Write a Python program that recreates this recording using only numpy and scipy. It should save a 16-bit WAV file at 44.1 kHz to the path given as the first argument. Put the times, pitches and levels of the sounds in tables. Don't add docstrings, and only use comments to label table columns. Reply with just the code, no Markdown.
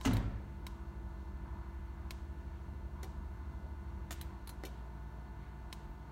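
import sys
import numpy as np
from scipy import signal
from scipy.fft import rfft, irfft
from scipy.io import wavfile

SR = 44100
rng = np.random.default_rng(int(sys.argv[2]) if len(sys.argv) > 2 else 0)


def voltage_ratio(level):
    return 10 ** (np.asarray(level, float) / 20)


def store_wav(level_fs):
    pcm = np.round(np.clip(np.atleast_2d(level_fs), -1, 1) * 32767)
    wavfile.write(sys.argv[1], SR, pcm.T.astype(np.int16))


N = 269451
T = np.arange(N) / SR

# t/s, peak level/dB, brightness/(dB per octave)
CONTACTOR = [
    (0.0471, -44.5, -3.5),
    (0.05, -32.5, 0.5),
    (0.0553, -33.5, 0.5),
    (0.0635, -41, 3),
    (0.0713, -35.5, -2.3),
    (0.0806, -47, 0),
    (0.1085, -44, -4),
]
CONTACTOR_COLOUR = (-6, -10, -13.5, -22.5)
# f/Hz, level/dB, T60/s
CONTACTOR_MODES = [(440, -8, 0.024), (673, 1, 0.16), (890, 5.5, 0.039), (1322, 5, 0.058), (2040, 3, 0.064),
                   (2900, 16, 0.019), (4050, -22, .02), (6380, 11, 0.019)]


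def contactor():
    return strikes(CONTACTOR, CONTACTOR_COLOUR, CONTACTOR_MODES,
                   rise_s=0.0015, chatter_s=0.0053, ring_db=-6.5, grit=0.98)


BAND_HZ = np.array([150, 1000, 3200, 6800, 11500, 15800])
BAND_SHARE_DB = -10 * np.log10(np.array([1200, 3500, 4000, 6000]) / (SR / 2))


def strikes(table, colour_db, modes, rise_s, chatter_s, ring_db, grit, lead_db=-99, bass_db=-9):
    lead_s = 0.0024
    case_t60_s, case_db = 0.055, -4
    top_cut_db = -3
    out = np.zeros((2, N + SR // 2))
    t = np.arange(SR // 2) / SR
    n = len(t)
    log_hz = np.log(np.arange(n // 2 + 1) * SR / n + 1)
    late = np.maximum(t - lead_s, 0)
    shape = (1 - np.exp(-late / rise_s)) ** 2 * np.exp(-late / chatter_s)
    scrape = voltage_ratio(lead_db) * (t < 2 * lead_s) * np.minimum(t / lead_s, 1)
    shape = shape / shape.max() + scrape
    for s, peak_db, bright_db in table:
        chatter = shape * rng.standard_normal(n) * voltage_ratio(grit * rng.exponential(size=n))
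        blow = np.linalg.norm(chatter) * (np.arange(n) == int((lead_s + rise_s) * SR))

        ring = np.zeros(n)
        for hz, db, t60 in modes:
            struck_hz = hz * (1 + 0.0035 * rng.standard_normal())
            ring += voltage_ratio(db) * np.sin(2 * np.pi * struck_hz * t) * 1000. ** (-t / t60)
        ring *= voltage_ratio(ring_db - 3) / np.linalg.norm(ring)
        rung = signal.fftconvolve(0.6 * chatter + 1.3 * blow, ring)

        case = rng.standard_normal(n) * 1000. ** (-t / case_t60_s) * (1 - np.exp(-t / chatter_s))
        case *= voltage_ratio(case_db) / np.linalg.norm(case)
        scattered = signal.fftconvolve(blow, case)
        hit = np.array([chatter + (rung + scattered)[:n], blow])

        tilt_db = bright_db * np.log2(BAND_HZ[1:-1] / BAND_HZ[2])
        db = peak_db + np.array(colour_db) + tilt_db + BAND_SHARE_DB
        db = [db[0] + bass_db, *db, db[-1] + top_cut_db]
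        colour = voltage_ratio(np.interp(log_hz, np.log(BAND_HZ), db))
        start = int((s - lead_s) * SR)
        level = np.sqrt(SR / 100) / np.linalg.norm(hit[0])
        out[:, start:start + n] += irfft(rfft(hit) * colour, n) * level
    return out[:, :N]


# f/Hz, level/dB, T60/s, build-up/s
BOOM = [(32.3, -43, 0.95, 0.09), (47.4, -19, 0.54, 0.12), (56, -33.5, 0.36, 0.003), (76, -29, 0.28, 0.021),
        (100.2, -33.5, 0.76, 0.049), (109.8, -29, 0.77, 0.025), (136.5, -39.5, 0.69, 0.051),
        (185, -29, 0.43, 0.046), (199.5, -35.5, 0.65, 0.043),
        (239, -33.5, 0.36, 0.0034), (261, -50.5, 0.89, .03), (264.7, -26.5, 0.18, 0.0033),
          (262.7, -30, 0.6, 0.088), (302.5, -50, 0.99, 0.057), (342, -58, 0.28, 0.054),
          (441, -44.5, 0.26, 0.0044), (568, -53, 0.97, 0.015)]


def cabinet_boom():
    t = np.maximum(T - 0.057, 0)
    out = np.zeros(N)
    for hz, db, t60, rise_s in BOOM:
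        envelope = (1 - np.exp(-t / rise_s)) ** 2 * 1000. ** (-t / t60)
        out += voltage_ratio(db + 4.5 + 0.6 * walk(27.5)) * envelope * np.sin(2 * np.pi * hz * t)
    rumble = band(rng.standard_normal(N), 55, 375)
    rumble_t60_s, build_s = 1, 0.028
    envelope = (1 - np.exp(-t / build_s)) * 1000. ** (-t / rumble_t60_s)
    return out + voltage_ratio(-38) * envelope * rumble / rumble.std()


# t/s, peak level/dB, brightness/(dB per octave)
CLOSER = [
    (4.1076, -35, -1.7),
    (4.1173, -41.5, 2.1),
    (4.1252, -39, 0),
]
CLOSER_COLOUR = (-16.5, -14, -16, -13)
# f/Hz, level/dB, T60/s
CLOSER_MODES = [(335, -1, 0.043), (697, -0.5, 0.065), (1340, -15, 0.028), (1590, -8, .03), (1830, 1, 0.026),
                (2080, -5, 0.028), (3020, -3, 0.014), (3600, 1, 0.018), (6450, -10, 0.045),
                (6870, 5, 0.024), (7400, 1, 0.022), (11200, -4, 0.023)]


def closing_contact():
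    return strikes(CLOSER, CLOSER_COLOUR, CLOSER_MODES,
                   rise_s=0.0005, chatter_s=0.0059, ring_db=0, grit=0.64)


# t/s, peak level/dB, brightness/(dB per octave)
PULL_IN = [
    (0.0112, -43, -1.2),
    (0.168, -40, 0.65),
    (0.6665, -40, 0.22),
    (2.107, -38.5, 0.75),
    (5.727, -38.5, 0.52),
]
DROP_OUT = [
    (0.1332, -41, .6),
    (4.2123, -40, -.3),
]
DOUBLE = [
    (4.4735, -42, .3),
    (4.4926, -40, .2),
]
PULL_IN_COLOUR = (-18.5, -11, -14, -15.5)
DROP_OUT_COLOUR = (-17, -14, -16.5, -10.5)
DOUBLE_COLOUR = (-13, -17.5, -19, -12.5)
# f/Hz, level/dB, T60/s
PULL_IN_MODES = [(1030, -1, .07), (2230, -3, .02), (2600, -8, .015), (3200, -4, .012), (3900, 1, .02),
                 (4300, -2, .012), (4850, -3, .01), (5350, -1, .01), (6600, -8, .01), (7600, -8, .01),
                 (8400, -10, .012), (11730, -4, .02)]
DROP_OUT_MODES = [(3820, -3, .03), (3980, 1, .05), (4170, -5, .035), (7010, -10, .02), (8800, -5, .02),
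                  (10000, -4, .02), (11000, -2, .025), (12060, -17, .2), (12200, -4, .03), (14000, -7, .02)]
DOUBLE_MODES = [(3950, -3, .04), (4090, -5, .1), (4230, -7, .07), (4420, -3, .04), (4620, -6, .04),
                (5100, -9, .02), (6100, -16, .12), (7010, -13, .07), (9800, -5, .015), (10550, -12, .11),
                (11100, 1, .02), (12500, -9, .07), (13700, -9, .03)]


def small_relays():
    out = strikes(PULL_IN, PULL_IN_COLOUR, PULL_IN_MODES,
                  rise_s=0.001, chatter_s=0.0019, ring_db=2.5, grit=1.0, lead_db=-4)
    release = dict(rise_s=0.0004, chatter_s=0.004, ring_db=1.5, grit=1.0)
    out += strikes(DROP_OUT, DROP_OUT_COLOUR, DROP_OUT_MODES, **release)
    out += strikes(DOUBLE, DOUBLE_COLOUR, DOUBLE_MODES, **release)
    return out


# t/s, peak level/dB, brightness/(dB per octave)
LATCH = [
    (3.0302, -45.5, -0.28),
    (4.6354, -49.5, -1.1),
]
REBOUND = [
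    (3.0404, -54, .6),
    (4.6505, -46, .5),
    (4.6564, -49, -0.89),
    (4.666, -53, -.8),
]
THUNK = [
    (3.032, -46.5, .6),
    (4.6362, -43, -0.18),
]
LATCH_COLOUR = (-22, -11.5, -10.5, -13)
REBOUND_COLOUR = (-26, -6.5, -14, -9.5)
THUNK_COLOUR = (-0.5, -23, -33, -42)
# f/Hz, level/dB, T60/s
LATCH_MODES = [(2330, -4, .05), (3040, -4, .015), (3800, -3, .015), (4300, -4, .04), (5480, -10, .06),
               (5700, -11, .06), (5950, -10, .05), (6200, -9, .05), (6900, -2, .02), (11300, -3, .015),
               (12400, -3, .02)]
THUNK_MODES = [(323, 6.5, 0.18), (382, 9.5, 0.16), (461, 1.5, 0.22), (540, -3, .25), (570, -3, 0.24),
               (757, 5, 0.16), (840, -7, 0.14), (1404, -14, 0.044), (1530, 0, 0.07), (1835, 16, 0.045),
               (2020, 18, 0.037)]


def latching_relay():
    out = strikes(LATCH, LATCH_COLOUR, LATCH_MODES,
                  rise_s=0.0006, chatter_s=0.0021, ring_db=-2, grit=0.83)
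    out += strikes(REBOUND, REBOUND_COLOUR, LATCH_MODES,
                   rise_s=0.00079, chatter_s=0.0085, ring_db=1.0, grit=0.75)
    out += strikes(THUNK, THUNK_COLOUR, THUNK_MODES,
                   rise_s=0.00048, chatter_s=0.0018, ring_db=0.0, grit=0.87, bass_db=-12.5)
    return out


def friction():
    creep = band(rng.standard_normal(N), 3200, 8100) * 2.1
    creep *= swell(peak_s=0.053, rise_s=0.063, fall_s=0.012, peak_db=-54)
    rustle = band(rng.standard_normal(N), 13000, 15800) * 3.0
    rustle *= swell(peak_s=5.91, rise_s=0.05, fall_s=0.09, peak_db=-82)
    return creep + rustle


def swell(peak_s, rise_s, fall_s, peak_db):
    far = np.maximum((peak_s - T) / rise_s, (T - peak_s) / fall_s)
    return voltage_ratio(peak_db - 21 * far) * (T > peak_s - rise_s)


# f/Hz, T60/s
ROOM_T60 = [(200, 1), (420, 0.55), (1100, 1), (2900, 0.61), (7700, 0.34), (12800, 0.15)]


def room(x):
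    t = T[:SR]
    tail = np.zeros(SR)
    room_hz, room_t60 = np.transpose(ROOM_T60)
    for hz in 200 * 2 ** np.arange(7):
        t60 = np.interp(np.log(hz), np.log(room_hz), room_t60)
        octave = band(rng.standard_normal(SR), hz / 2 ** 0.5, hz * 2 ** 0.5)
        tail += octave * 1000. ** (-t / t60)
    tail *= 1 - np.exp(-t / 0.03)
    return signal.fftconvolve(x, tail / np.sqrt(np.sum(tail ** 2)))[:N]


# multiple of shaft rate, idle level/dB, loaded level/dB
ORDERS = [(2, -55, -68), (6, -62, -61), (8, -63, -70), (10, -76, -80), (12, -80, -74), (14, -62, -66),
          (16, -75, -73), (18, -80, -76), (28, -78, -82), (30, -80, -72), (36.75, -71, -69), (39, -80, -75),
          (40, -81, -75)]


def generator_set():
    taken = np.clip((T - 4.3) / 0.2, 0, 1)
    load = 0.17 + 0.83 * taken
    turns = 0.437 + np.cumsum(24.029 - 0.065 * taken) / SR
    idle_db = -41.5 - 6 * np.clip(1 - T / 2.5, 0, 1) + 0.57 * walk(2.2)
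    firing_db = idle_db * (1 - load) - 77 * load
    out = voltage_ratio(firing_db) * np.cos(2 * np.pi * 3 * turns)
    for order, idle_db, loaded_db in ORDERS:
        db = idle_db + (loaded_db - idle_db) * load + 1.2 * walk(3)
        out += voltage_ratio(db) * np.cos(2 * np.pi * order * turns)
    return out * 2 ** 0.5


def fan():
    return 2 ** 0.5 * voltage_ratio(-49 + 1.2 * walk(4)) * np.cos(2 * np.pi * (59.355 * T - 0.3))


# f/Hz, level/dB
TONES = [(45.7, -70), (50.8, -66), (76.3, -63), (110.5, -68), (231.5, -75), (297, -75), (355.6, -75),
         (376.2, -77), (662.3, -79), (1492, -80), (2762, -87)]
# multiple of motor rate, level/dB
MOTOR = [(1, -71), (3.5, -82), (6, -80), (7, -76), (8, -80), (10, -73), (12, -77), (14, -79)]
# multiple of mains frequency, level/dB
MAINS = [(2, -61), (4, -62), (26, -81)]


def steady_hum():
    motor_hz, mains_hz = 146.1, 50.04
    lines = list(TONES)
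    lines += [(k * motor_hz, db) for k, db in MOTOR]
    lines += [(k * mains_hz, db) for k, db in MAINS]
    out = np.zeros(N)
    for hz, db in lines:
        out += voltage_ratio(db + 0.99 * walk(2.9)) * np.cos(2 * np.pi * (hz * T + rng.random()))
    return out * 2 ** 0.5


# f/Hz, level/(dB per Hz)
AIR = [(25, -16), (40, 4), (70, 1), (150, -4), (300, -14.5), (500, -21), (1000, -17.5), (1600, -20.5),
       (2500, -31), (4400, -40), (5000, -43.5), (8000, -44), (10500, -45), (12000, -45.5), (16500, -45.5)]
# f/Hz, width/Hz, level/dB
AIR_PEAKS = [(331, 90, 4), (649, 51, 6), (951, 107, 7), (1456, 160, -0.5), (1900, 210, -3.5),
             (3830, 510, 3), (4370, 170, 5.5), (5980, 1230, 4)]


def air():
    hz = np.maximum(np.arange(N // 2 + 1) * SR / N, 1)
    air_hz, air_db = np.transpose(AIR)
    db = np.interp(np.log(hz), np.log(air_hz), air_db) - 60 * (hz < 18)
    for peak_hz, width_hz, gain_db in AIR_PEAKS:
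        db += gain_db * np.exp(-((hz - peak_hz) / width_hz) ** 2)
    spectrum = rfft(rng.standard_normal(N)) * voltage_ratio(db)
    out = np.zeros(N)
    for centre_hz in 16 * 2 ** np.arange(11):
        weight = np.clip(1 - abs(np.log2(hz / centre_hz)), 0, 1)
        flicker = voltage_ratio(1.8 * min(1, 1500 / centre_hz) * walk(9))
        out += flicker * irfft(spectrum * weight, N)
    return out * voltage_ratio(-53.5) / out.std()


def band(x, lo_hz, hi_hz):
    return signal.sosfilt(signal.butter(2, [lo_hz, hi_hz], "band", fs=SR, output="sos"), x)


def walk(rate_hz):
    points = int(T[-1] * rate_hz) + 2
    w = np.interp(T * rate_hz, np.arange(points), rng.standard_normal(points))
    return w / w.std()


def scene():
    clunk = contactor()
    clicks = small_relays()
    latch = latching_relay() + closing_contact()
    tail = room(voltage_ratio(-7) * clunk[1] + voltage_ratio(-11) * clicks[1] + voltage_ratio(-8) * latch[1])
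    impacts = clunk[0] + clicks[0] + latch[0] + friction() + tail + cabinet_boom()
    background = generator_set() + fan() + steady_hum() + air()
    return (impacts + background)[None]


# f/Hz, width/Hz, level/dB
MIC_DIPS = [(5060, 450, -0.5), (10300, 410, -3.5)]


def microphone(x):
    hz = np.arange(N // 2 + 1) * SR / N
    dips_db = sum(db * np.exp(-((hz - f) / width) ** 2) for f, width, db in MIC_DIPS)
    return irfft(rfft(x) * voltage_ratio(dips_db), N)


def roll_off(x):
    return signal.sosfilt(signal.butter(12, 16360, fs=SR, output="sos"), x)


def record(dry):
    top = signal.ellip(10, 0.2, 60, 15800, fs=SR, output="sos")
    mix = signal.sosfilt(top, microphone(dry))
    return roll_off(mix)


dry = scene()
out = record(dry)
store_wav(out)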